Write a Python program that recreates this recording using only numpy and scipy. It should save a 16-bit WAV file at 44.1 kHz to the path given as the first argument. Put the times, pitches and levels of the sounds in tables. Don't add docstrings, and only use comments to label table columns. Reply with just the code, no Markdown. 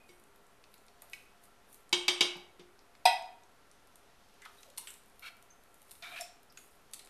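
import sys
import numpy as np
from scipy import signal
from scipy.fft import rfft, irfft, next_fast_len
from scipy.io import wavfile
from scipy.ndimage import map_coordinates

SR = 44100
rng = np.random.default_rng(int(sys.argv[2]) if len(sys.argv) > 2 else 0)


def master_out(mix):
    frames = np.transpose(np.atleast_2d(mix))
    ceiling = np.clip(frames, -1, 1)
    pcm = np.round(ceiling * 32767).astype(np.int16)
    wavfile.write(sys.argv[1], SR, pcm)


def amplitude_ratio(level_db):
    exponent = np.asarray(level_db, float) / 20
    return 10 ** exponent


N = 312669


def unit(x):
    return x / np.sqrt(np.mean(x ** 2) + 1e-20)


def peak_unit(x):
    return x / abs(x).max()


def along(points, hz):
    f, v = np.transpose(points)
    return np.interp(np.log(hz + 1), np.log(f + 1), v)


def filtered(x, response):
    m = next_fast_len(len(x) + 8192)
    return irfft(rfft(x, m) * response(np.fft.rfftfreq(m, 1 / SR)), m)[:len(x)]


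def resonant(x, peaks):
    def response(f):
        total = 0
        for k, (hz, width, db) in enumerate(peaks):
            loss = 1j * f * width
            total = total + (-1) ** k * amplitude_ratio(db) * loss / (hz * hz - f * f + loss)
        return total
    return filtered(x, response)


def hiss(spectrum):
    return unit(filtered(rng.standard_normal(N), lambda hz: amplitude_ratio(along(spectrum, hz))))


def grit(spread_db, rate_hz):
    sizes = rng.standard_normal(int(N * rate_hz / SR) + 4)
    size = map_coordinates(sizes, [np.arange(N) * rate_hz / SR], order=1)
    return rng.standard_normal(N) * amplitude_ratio(spread_db * size)


def dying(fade, colour_db):
    hz, t, z = signal.stft(rng.standard_normal(SR // 2), SR, nperseg=128)
    level_db = colour_db(hz)[:, None] - 60 * t / along(fade, hz)[:, None]
    tail = signal.istft(z * amplitude_ratio(level_db), SR, nperseg=128)[1]
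    return tail / np.linalg.norm(tail)


def ring(modes, scatter_db=3.0, tilt_db=0, wander=0.00081, free=1):
    t = np.arange(SR // 2) / SR
    total = np.zeros(len(t))
    for hz, db, t60_s in modes:
        steps = np.repeat(rng.standard_normal(len(t) // 200 + 1), 200)[:len(t)]
        drift_s = wander * np.cumsum(steps) / SR
        start_db = db + tilt_db * np.log2(hz / 3000) + scatter_db * rng.normal()
        tone = np.sin(2 * np.pi * (hz * (t + drift_s) + rng.random()))
        total += amplitude_ratio(start_db - 60 * t / (free * t60_s)) * tone
    return total * (1 - np.exp(-t / 0.0019))


def swell(start_s, length_s, first_db, last_db, rise, fall):
    step = 8
    t = np.arange(0, N, step) / SR - start_s
    db = np.interp(t, [0, length_s], [first_db, last_db])
    db += abs(rise) * np.minimum(t, 0) - abs(fall) * np.maximum(t - length_s, 0)
    return np.repeat(amplitude_ratio(db), step)[:N]


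def add(track, s, sound):
    part = track[round(s * SR):][:len(sound)]
    part += sound[:len(part)]


def room(x, wet_db, dull_db=0):
    # (frequency [Hz], t60 [s])
    echo_fade = [(200, 0.3), (1000, 0.56), (4000, 0.41), (12000, 0.32)]
    tail = dying(echo_fade, lambda hz: -dull_db * np.log2(1 + (hz / 5000) ** 2))
    tail = np.pad(tail, (250, 0))
    return x[:N] + amplitude_ratio(wet_db) * signal.fftconvolve(x, tail)[:N]


def raps():
    # (time [s], peak [dB], thud [dB], brightness [dB per octave], freedom to ring [0-1])
    blows = [
        (0.0915, -53.5, -2.5, 8, 0.8),
        (1.9285, -11, -20.5, 1, 0.62),
        (2.0819, -10, -24.5, 1.5, 0.58),
        (2.2088, -8.5, -23, 1.5, 0.52),
        (2.3575, -35.5, -22, -10, 0.18),
        (2.596, -41, -11.5, 0, 0.07),
    ]
    wall_hz = [824, 1050, 2255, 2614, 2870, 2976, 3021, 3199, 3570, 3653, 3860, 3970, 4710, 5254, 5450,
               6045, 6440, 6822, 7646, 8524, 9302, 9710, 10550, 11200, 11660, 8805, 10005, 12780]
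    # (level [dB], t60 [s])
    wall_ring = [(-6.5, 0.084), (-8, 0.059), (6.5, 0.078), (-1.5, 0.12), (-5.5, 0.2), (-6, 0.25),
                 (-0.5, 0.049), (-3.5, 0.45), (-7.5, 0.2), (-5, 0.13), (6.5, 0.05), (2.5, 0.061),
                 (8.5, 0.038), (-4.5, 0.1), (-13.5, 0.16), (-16.5, 0.15), (-24.5, 0.1), (-15.5, 0.2),
                 (-10, 0.13), (-23.5, 0.39), (-27.5, 0.45), (-39.5, 0.32), (-35, 0.44), (-26, 0.39),
                 (-27, 0.096), (-33.5, 0.536), (-30, 0.2), (-35, 0.27)]
    # (frequency [Hz], level [dB per Hz])
    wash_colour = [(350, -49), (600, -6), (812, -9), (1990, -10), (2210, -2), (2460, -4.5), (3600, 1),
                   (4330, -10), (6100, -11), (7240, -20), (7840, -11.5), (8160, -11.5), (11500, -19),
                   (14000, -28)]
    # (frequency [Hz], t60 [s])
    wash_fade = [(700, 0.25), (3000, 0.09), (6000, 0.21), (8000, 0.031), (12000, 0.025)]
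    end_hz = [165, 250, 310, 356, 410, 470]
    # (level [dB], t60 [s])
    end_ring = [(-5, 0.09), (-7, 0.045), (-1, 0.07), (0, 0.33), (-3, 0.07), (-9, 0.12)]
    track = np.zeros(N)
    wall, end = np.c_[wall_hz, wall_ring], np.c_[end_hz, end_ring]
    for s, db, thud_db, tilt_db, free in blows:
        wash = dying(wash_fade, lambda hz: along(wash_colour, hz) + tilt_db * np.log2(hz / 3000 + 0.011))
        tin = ring(wall, scatter_db=2.15, wander=0.0005, tilt_db=tilt_db, free=np.clip(free, 0.1, 2))
        thud = ring(end, wander=0.015)
        blow = amplitude_ratio(db - 14) * tin + amplitude_ratio(db + 11.5) * wash[:SR // 2] + amplitude_ratio(db + thud_db - 2) * thud
        add(track, s - 0.001, blow)
    track = filtered(track, lambda hz: 1 / (1 + (140 / (hz + 1)) ** 6))
    return room(track, wet_db=-8.5, dull_db=1)


def set_down():
    # (time [s], peak [dB])
    landings = [
        (3.054, -10.5),
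    ]
    # (frequency [Hz], level [dB], t60 [s])
    rock = [(1470, -29, 0.15), (1974, -16, 0.12), (2550, -23, 0.22), (3230, -23.5, 0.2), (4043, -17.5, .08)]
    empty_hz = [670, 735, 830, 870, 934, 963, 1480, 1954, 2482, 2573, 2697, 3025, 3225, 3370, 3445, 3526,
                3811, 4043, 4947, 5017, 5222, 6024, 8188, 8436, 10000, 11510]
    # (level [dB], t60 [s])
    empty_ring = [(-11.5, 0.28), (8.5, 0.085), (-6, 0.15), (-11.5, 0.096), (1.5, 0.14), (-33, 0.24),
                  (-44, 0.41), (-17.5, 0.3), (0, 0.063), (-5.5, 0.067), (-10.5, 0.16), (-27, 0.18),
                  (-21.5, 0.314), (-7, 0.069), (-19, 0.14), (-32, 0.13), (-7, 0.08), (-28, 0.4),
                  (-1.5, 0.083), (-19, 0.3), (-24, 0.32), (-19, 0.08), (-10, 0.078), (-22, 0.12),
                  (-49, 0.13), (-14, 0.044)]
    # (frequency [Hz], level [dB per Hz])
    wash_colour = [(29, -81.5), (50, -70), (609, -39.5), (735, -1), (845, -14), (940, -5), (1120, -26.5),
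                   (1980, -14.5), (2200, -16.5), (2550, -9), (2950, -31), (3300, -9), (3650, -24.5),
                   (3920, 0), (4510, -25.5), (5080, -14.5), (7070, -28), (8330, -16), (14000, -26.5)]
    # (frequency [Hz], t60 [s])
    wash_fade = [(100, 0.095), (800, 0.13), (3000, 0.22), (7000, 0.082), (12000, 0.0665)]
    # (frequency [Hz], level [dB], t60 [s])
    counter = [(64.7, -39, 0.038), (120, -70, 0.061)]
    track, rock_delay_s = np.zeros(N), 0.018
    highpass = signal.butter(3, 480, "high", fs=SR, output="sos")
    for s, db in landings:
        wash = dying(wash_fade, lambda hz: along(wash_colour, hz))[:SR // 2]
        tin = ring(np.c_[empty_hz, empty_ring], scatter_db=0, wander=0.0012, free=0.8)
        tin = signal.sosfilt(highpass, tin)
        add(track, s, amplitude_ratio(db - 7.5) * tin + amplitude_ratio(db + 11.5) * wash + amplitude_ratio(db) * ring(counter))
        add(track, s + rock_delay_s, amplitude_ratio(db) * ring(rock, scatter_db=0, wander=0.002))
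    return room(track, wet_db=-6)


def ticks():
    # (time [s], peak [dB], snap [Hz])
    clicks = [(.1983, -54, 11100), (.238, -56, 9400), (0.36, -49, 13000), (0.467, -60, 7540),
              (.7186, -60, 12070), (0.78, -54.5, 7700), (.865, -57, 9370), (1.098, -48.5, 12620),
              (1.438, -48, 12350), (1.455, -52, 10200), (1.6889, -57.5, 13040), (1.71, -72, 10010),
              (1.728, -45.5, 11230), (1.744, -46, 10290), (1.8931, -51, 8150), (2.369, -49.5, 10840),
              (2.7912, -53.5, 5280), (3.224, -51, 6680), (3.4352, -54.5, 6000), (3.714, -51.5, 8100),
              (3.872, -57.5, 10000), (3.957, -47, 10000),
              (4.209, -66, 11900), (4.287, -64, 7900), (4.341, -56, 10000), (4.766, -57, 12000),
                   (4.78, -31.5, 9570), (4.7845, -31, 10660), (4.898, -49, 12500), (4.9047, -39, 9000),
                   (4.9397, -44, 8330), (5.0363, -56, 11500), (5.06, -53, 12000), (5.083, -61, 9800),
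                   (5.098, -59, 11000), (5.1944, -42, 13540), (5.4256, -47, 10800), (5.637, -51.5, 11500),
                   (5.7425, -52, 10900), (5.7981, -65.5, 10700), (5.818, -47, 11640), (5.8278, -51, 11140),
                   (5.91, -39, 10850), (5.9153, -38.5, 10200), (6.2105, -31, 7940), (6.431, -50, 13000),
                   (6.524, -46.5, 13500), (6.9424, -35, 8800), (7.049, -50, 8700), (7.059, -51.5, 9450)]
    # (time [s], peak [dB], snap [Hz], slap [dB], t60 [s])
    slaps = [(0.7406, -49, 11860, -9.5, 0.021), (0.8823, -60.5, 5590, -3.5, 0.02),
             (4.6313, -46.5, 6400, -11, 0.016), (4.7008, -54, 9550, -14, 0.021),
             (4.7751, -40, 9840, -10.5, 0.06), (4.8717, -43, 8400, -21, .036),
             (5.8936, -62.5, 10070, -4.5, 0.018), (6.024, -51.5, 4300, -1, 0.02),
             (6.9349, -33, 8650, -15.5, 0.027), (6.9928, -46, 9500, -9.5, 0.025)]
    # (time [s], peak [dB], snap [Hz], tin ring [dB], t60 [s])
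    nudges = [(0.639, -55, 4470, -0.5, 0.024), (1.02, -41.5, 11000, -15, 0.019),
              (1.133, -45.5, 6500, 2.5, 0.017), (2.951, -63.5, 5040, 5.5, 0.025),
              (4.419, -52.5, 7460, -5.5, 0.031), (4.4535, -53, 11400, -4, .013),
              (5.3686, -52, 12500, -10, 0.011), (5.9532, -50.5, 9600, -11, 0.015),
              (6.573, -45.5, 6800, -1.5, 0.028), (6.913, -55, 10440, -10, 0.0075),
              (7.073, -50, 9000, -5, 0.0074)]
    # (time [s], peak [dB], frequency [Hz], width [Hz], t60
    # [s])
    pings = [(0, -62.5, 2480, 55, 0.47), (.09, -57, 2220, 120, 0.12), (0.091, -65, 5778, 150, .071),
             (1.022, -49.5, 900, 432, 0.11), (2.36, -51, 188, 43.2, 0.055),
             (2.597, -56.5, 187.4, 64.8, 0.057), (4.458, -40, 1400, 370, 0.036),
             (4.582, -55, 3840, 160, 0.1), (4.66, -57.5, 556, 80, 0.29), (4.778, -43, 4260, 300, .03),
             (4.779, -46, 2890, 250, .04), (4.781, -46, 1000, 180, 0.057), (4.872, -37.5, 2930, 860, 0.09),
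             (4.873, -49.5, 1600, 470, 0.12), (4.874, -45, 7760, 400, 0.2), (6.024, -45, 3650, 300, 0.027),
             (6.21, -36, 2500, 2500, 0.017), (6.211, -38, 5360, 200, .05), (6.213, -40, 690, 25.8, 0.048),
             (5.5, -54, 6300, 150, 0.16), (6.5, -52.5, 5100, 300, 0.054), (6.573, -52, 1440, 276.5, 0.053),
             (6.574, -44.5, 6710, 201, 0.03), (7, -57, 1980, 400, 0.027)]
    # (frequency [Hz], width [Hz], level [dB])
    blade = [(3440, 1170, -8), (4070, 1460, -6.5)]
    # (frequency [Hz], width [Hz], level [dB])
    held = [(1321, 500, -11), (2130, 273, -4), (2710, 360, -3.5)]
    spots = np.zeros((3, N))
    t = np.arange(SR // 5) / SR

    def burst(t60_s):
        return rng.standard_normal(len(t)) * amplitude_ratio(-60 * t / np.clip(t60_s, 0.002, 0.4))

    # (time s, peak dB, snap Hz, slap dB, tin dB, t60 s)
    contacts = [(s, db, hz, -22, -23, 0.013) for s, db, hz in clicks]
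    contacts += [(s, db, hz, slap_db, slap_db, t60_s) for s, db, hz, slap_db, t60_s in slaps]
    contacts += [(s, db, hz, tin_db - 8.5, tin_db, t60_s) for s, db, hz, tin_db, t60_s in nudges]
    for k, (s, db, hz, slap_db, tin_db, t60_s) in enumerate(contacts):
        snap = resonant(resonant(burst(t60_s), [(hz, 0.35 * hz, 0)]), [(hz, 2 * hz, 0)])
        slap = amplitude_ratio(slap_db + 7) * peak_unit(resonant(burst(t60_s), blade))
        tin = amplitude_ratio(tin_db) * peak_unit(resonant(burst(t60_s), held))
        add(spots[k % len(spots)], s, amplitude_ratio(db + 4) * (peak_unit(snap) + slap + tin))
    for s, db, hz, width_hz, t60_s in pings:
        note = resonant(resonant(burst(t60_s), [(hz, width_hz, 0)]), [(hz, 3 * width_hz, 0)])
        add(spots[0], s, amplitude_ratio(db) * peak_unit(note))
    return filtered(sum(room(x, wet_db=-5.5) for x in spots), lambda hz: 1 / (1 + (hz / 14030) ** 6))


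def rim_clip():
    # (frequency [Hz], level [dB], t60 [s])
    rim = [(1600, -46, .03), (1970, -39.5, 0.037), (2245, -38, 0.06), (2450, -48.5, 0.085),
           (2540, -32, 0.035), (2990, -40.5, .03), (4140, -56, .1), (5200, -50, 0.058), (6400, -54, 0.043)]
    track = np.zeros(N)
    add(track, 1.1325, ring(rim, scatter_db=0, wander=0.003))
    return room(track, wet_db=-7.5)


def scrapes():
    # (start [s], length [s], first level [dB], last level [dB], release [dB per s])
    strokes = [
        (4.422, 0.03, -52.5, -56, 697),
        (4.453, 0.018, -51.5, -59.5, 255),
        (5.225, 0.054, -50.5, -43, 698),
        (6.029, 0.07, -42.5, -48, 249.5),
        (6.111, 0.037, -48, -45.5, 502),
        (6.163, 0.024, -38.5, -41, 420),
    ]
    # (frequency [Hz], width [Hz], level [dB])
    walls = [
        [(1600, 33, 8), (1750, 7.5, 11), (2060, 19, 15), (3660, 21, 3)],
        [(1210, 34, 11), (1760, 16, -8), (3250, 530, 4), (5400, 33, -13), (6000, 27, -26)],
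        [(1390, 125, -6), (2276, 25, -1.5), (2700, 82, -7.5), (3230, 95, -10), (3800, 67, -9.5),
         (4300, 27, -8.5), (5150, 990, -23)],
        [(1420, 460, 4.5), (2345, 9.8, 16.5), (3130, 34, -1), (3340, 33, -3), (3600, 230, 7.5), (4130, 28, -14),
         (4330, 23, -16)],
        [(1270, 173, -17), (1760, 79, -13.5), (2366, 56, -4), (3300, 79, -12.5), (3380, 230, -17),
         (4000, 380, -18.5), (4370, 22, -23)],
        [(1300, 180, -22), (1700, 160, -19.5), (2525, 21, -5), (3340, 300, -24.5), (3850, 170, -21)],
    ]
    # (start [s], length [s], first level [dB], last level [dB], release [dB per s])
    hollow = [
        (5.23, .045, -76, -68, 60),
        (6.026, 0.054, -62, -58, 300),
        (6.124, 0.037, -54.5, -54, 300),
        (6.19, 0.015, -53, -49, 300),
    ]
    # (frequency [Hz], width [Hz], level [dB])
    cavity = [(690, 47, 0)]

    def stroke(start_s, length_s, first_db, last_db, release):
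        return swell(start_s, length_s, first_db, last_db, 2500, release)

    grains = grit(spread_db=1.5, rate_hz=900)
    air = unit(resonant(resonant(rng.standard_normal(N), cavity), cavity))
    tin = np.zeros(N)
    for row, wall in zip(strokes, walls):
        widened = [(hz, width_hz + 60, db) for hz, width_hz, db in wall]
        tin += stroke(*row) * unit(resonant(grains, widened))
    return room(amplitude_ratio(-2) * tin, wet_db=-10.5) + sum(stroke(*row) for row in hollow) * air


def smear():
    # (peak time [s], hiss [dB], swell [dB per s], fade [dB per s], slurp against hiss [dB])
    peels = [(.088, -64, 505, 68, -25), (.358, -76, 1194, 700, -21), (.464, -73, 1800, 302, -27),
             (.756, -67.5, 130, 97.5, -21), (1.02, -62.5, 1502, 450, -20), (1.132, -54, 400, 119, -20),
             (1.438, -57, 700, 320, -29), (1.735, -54, 300, 191.5, -24.5), (4.422, -74.5, 1786, 81, -34),
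             (4.64, -59, 68.5, 150.5, -12.5), (4.78, -46.5, 1702, 282.5, -43),
             (4.874, -47.5, 1600, 149, -40), (5.27, -55, 159, 224, -27), (5.43, -82, 1799, 233, -27.5),
             (5.83, -96.5, 64.5, 400, -43.5), (5.92, -56.5, 704, 498, -21), (6.19, -53.5, 37, 392, -29.5),
             (6.21, -43, 1303, 355, -12), (6.58, -55.5, 797, 65, -27), (6.931, -57, 1799, 319.5, -36),
             (6.99, -76.5, 300, 58, 3)]
    # (frequency [Hz], level [dB per Hz])
    hiss_colour = [(2500, -54), (6000, -15.5), (9000, -2.5), (13000, -4.5), (15000, -17.5)]
    # (frequency [Hz], level [dB per Hz])
    slurp_colour = [(1000, -30.5), (2500, -6), (6000, -7), (9000, -27.5)]
    crackle = grit(spread_db=3.5, rate_hz=810)
    fine = unit(filtered(crackle, lambda hz: amplitude_ratio(along(hiss_colour, hz))))
    high, low = np.zeros((2, N))
    for s, db, rise, fall, slurp_db in peels:
        high += swell(s, 0, db, db, rise, fall)
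        low += swell(s, 0, db + slurp_db, db + slurp_db, 0.13 * rise, 0.37 * fall)
    return high * amplitude_ratio(-7) * fine + low * hiss(slurp_colour)


def kitchen():
    # (frequency [Hz], level [dB per Hz])
    air_colour = [(12, -29), (20, -4), (32, -12.5), (172, -18.5), (214, -15), (403, -18.5), (476, -15.5),
                  (593, -16), (644, -18), (700, -16.5), (1320, -18.5), (5090, -32), (5840, -33),
                  (12300, -33), (14500, -46.5)]
    # (frequency [Hz], level [dB])
    motor = [(403.7, -77.5), (452.2, -104), (699.8, -79), (1308, -90.5), (1357, -79.5), (1954, -89.5)]
    hum = resonant(rng.standard_normal(N), [(hz, 6, db + 33.5) for hz, db in motor])
    return amplitude_ratio(-65) * hiss(air_colour) + hum


def scene():
    return (raps() + set_down() + ticks() + rim_clip() + scrapes() + smear() + kitchen())[None]


def roll_off(x):
    return signal.sosfilt(signal.butter(12, 14770, fs=SR, output="sos"), x)


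def record(dry):
    top_hz, shelf_hz, offset = 14000, 770, -0.0005

    def band(hz):
        return np.where(hz < top_hz, 1, amplitude_ratio(-22) * (hz < top_hz + shelf_hz))

    sound = filtered(dry[0], band)[None]
    return roll_off(sound + offset)


dry = scene()
out = record(dry)
master_out(out)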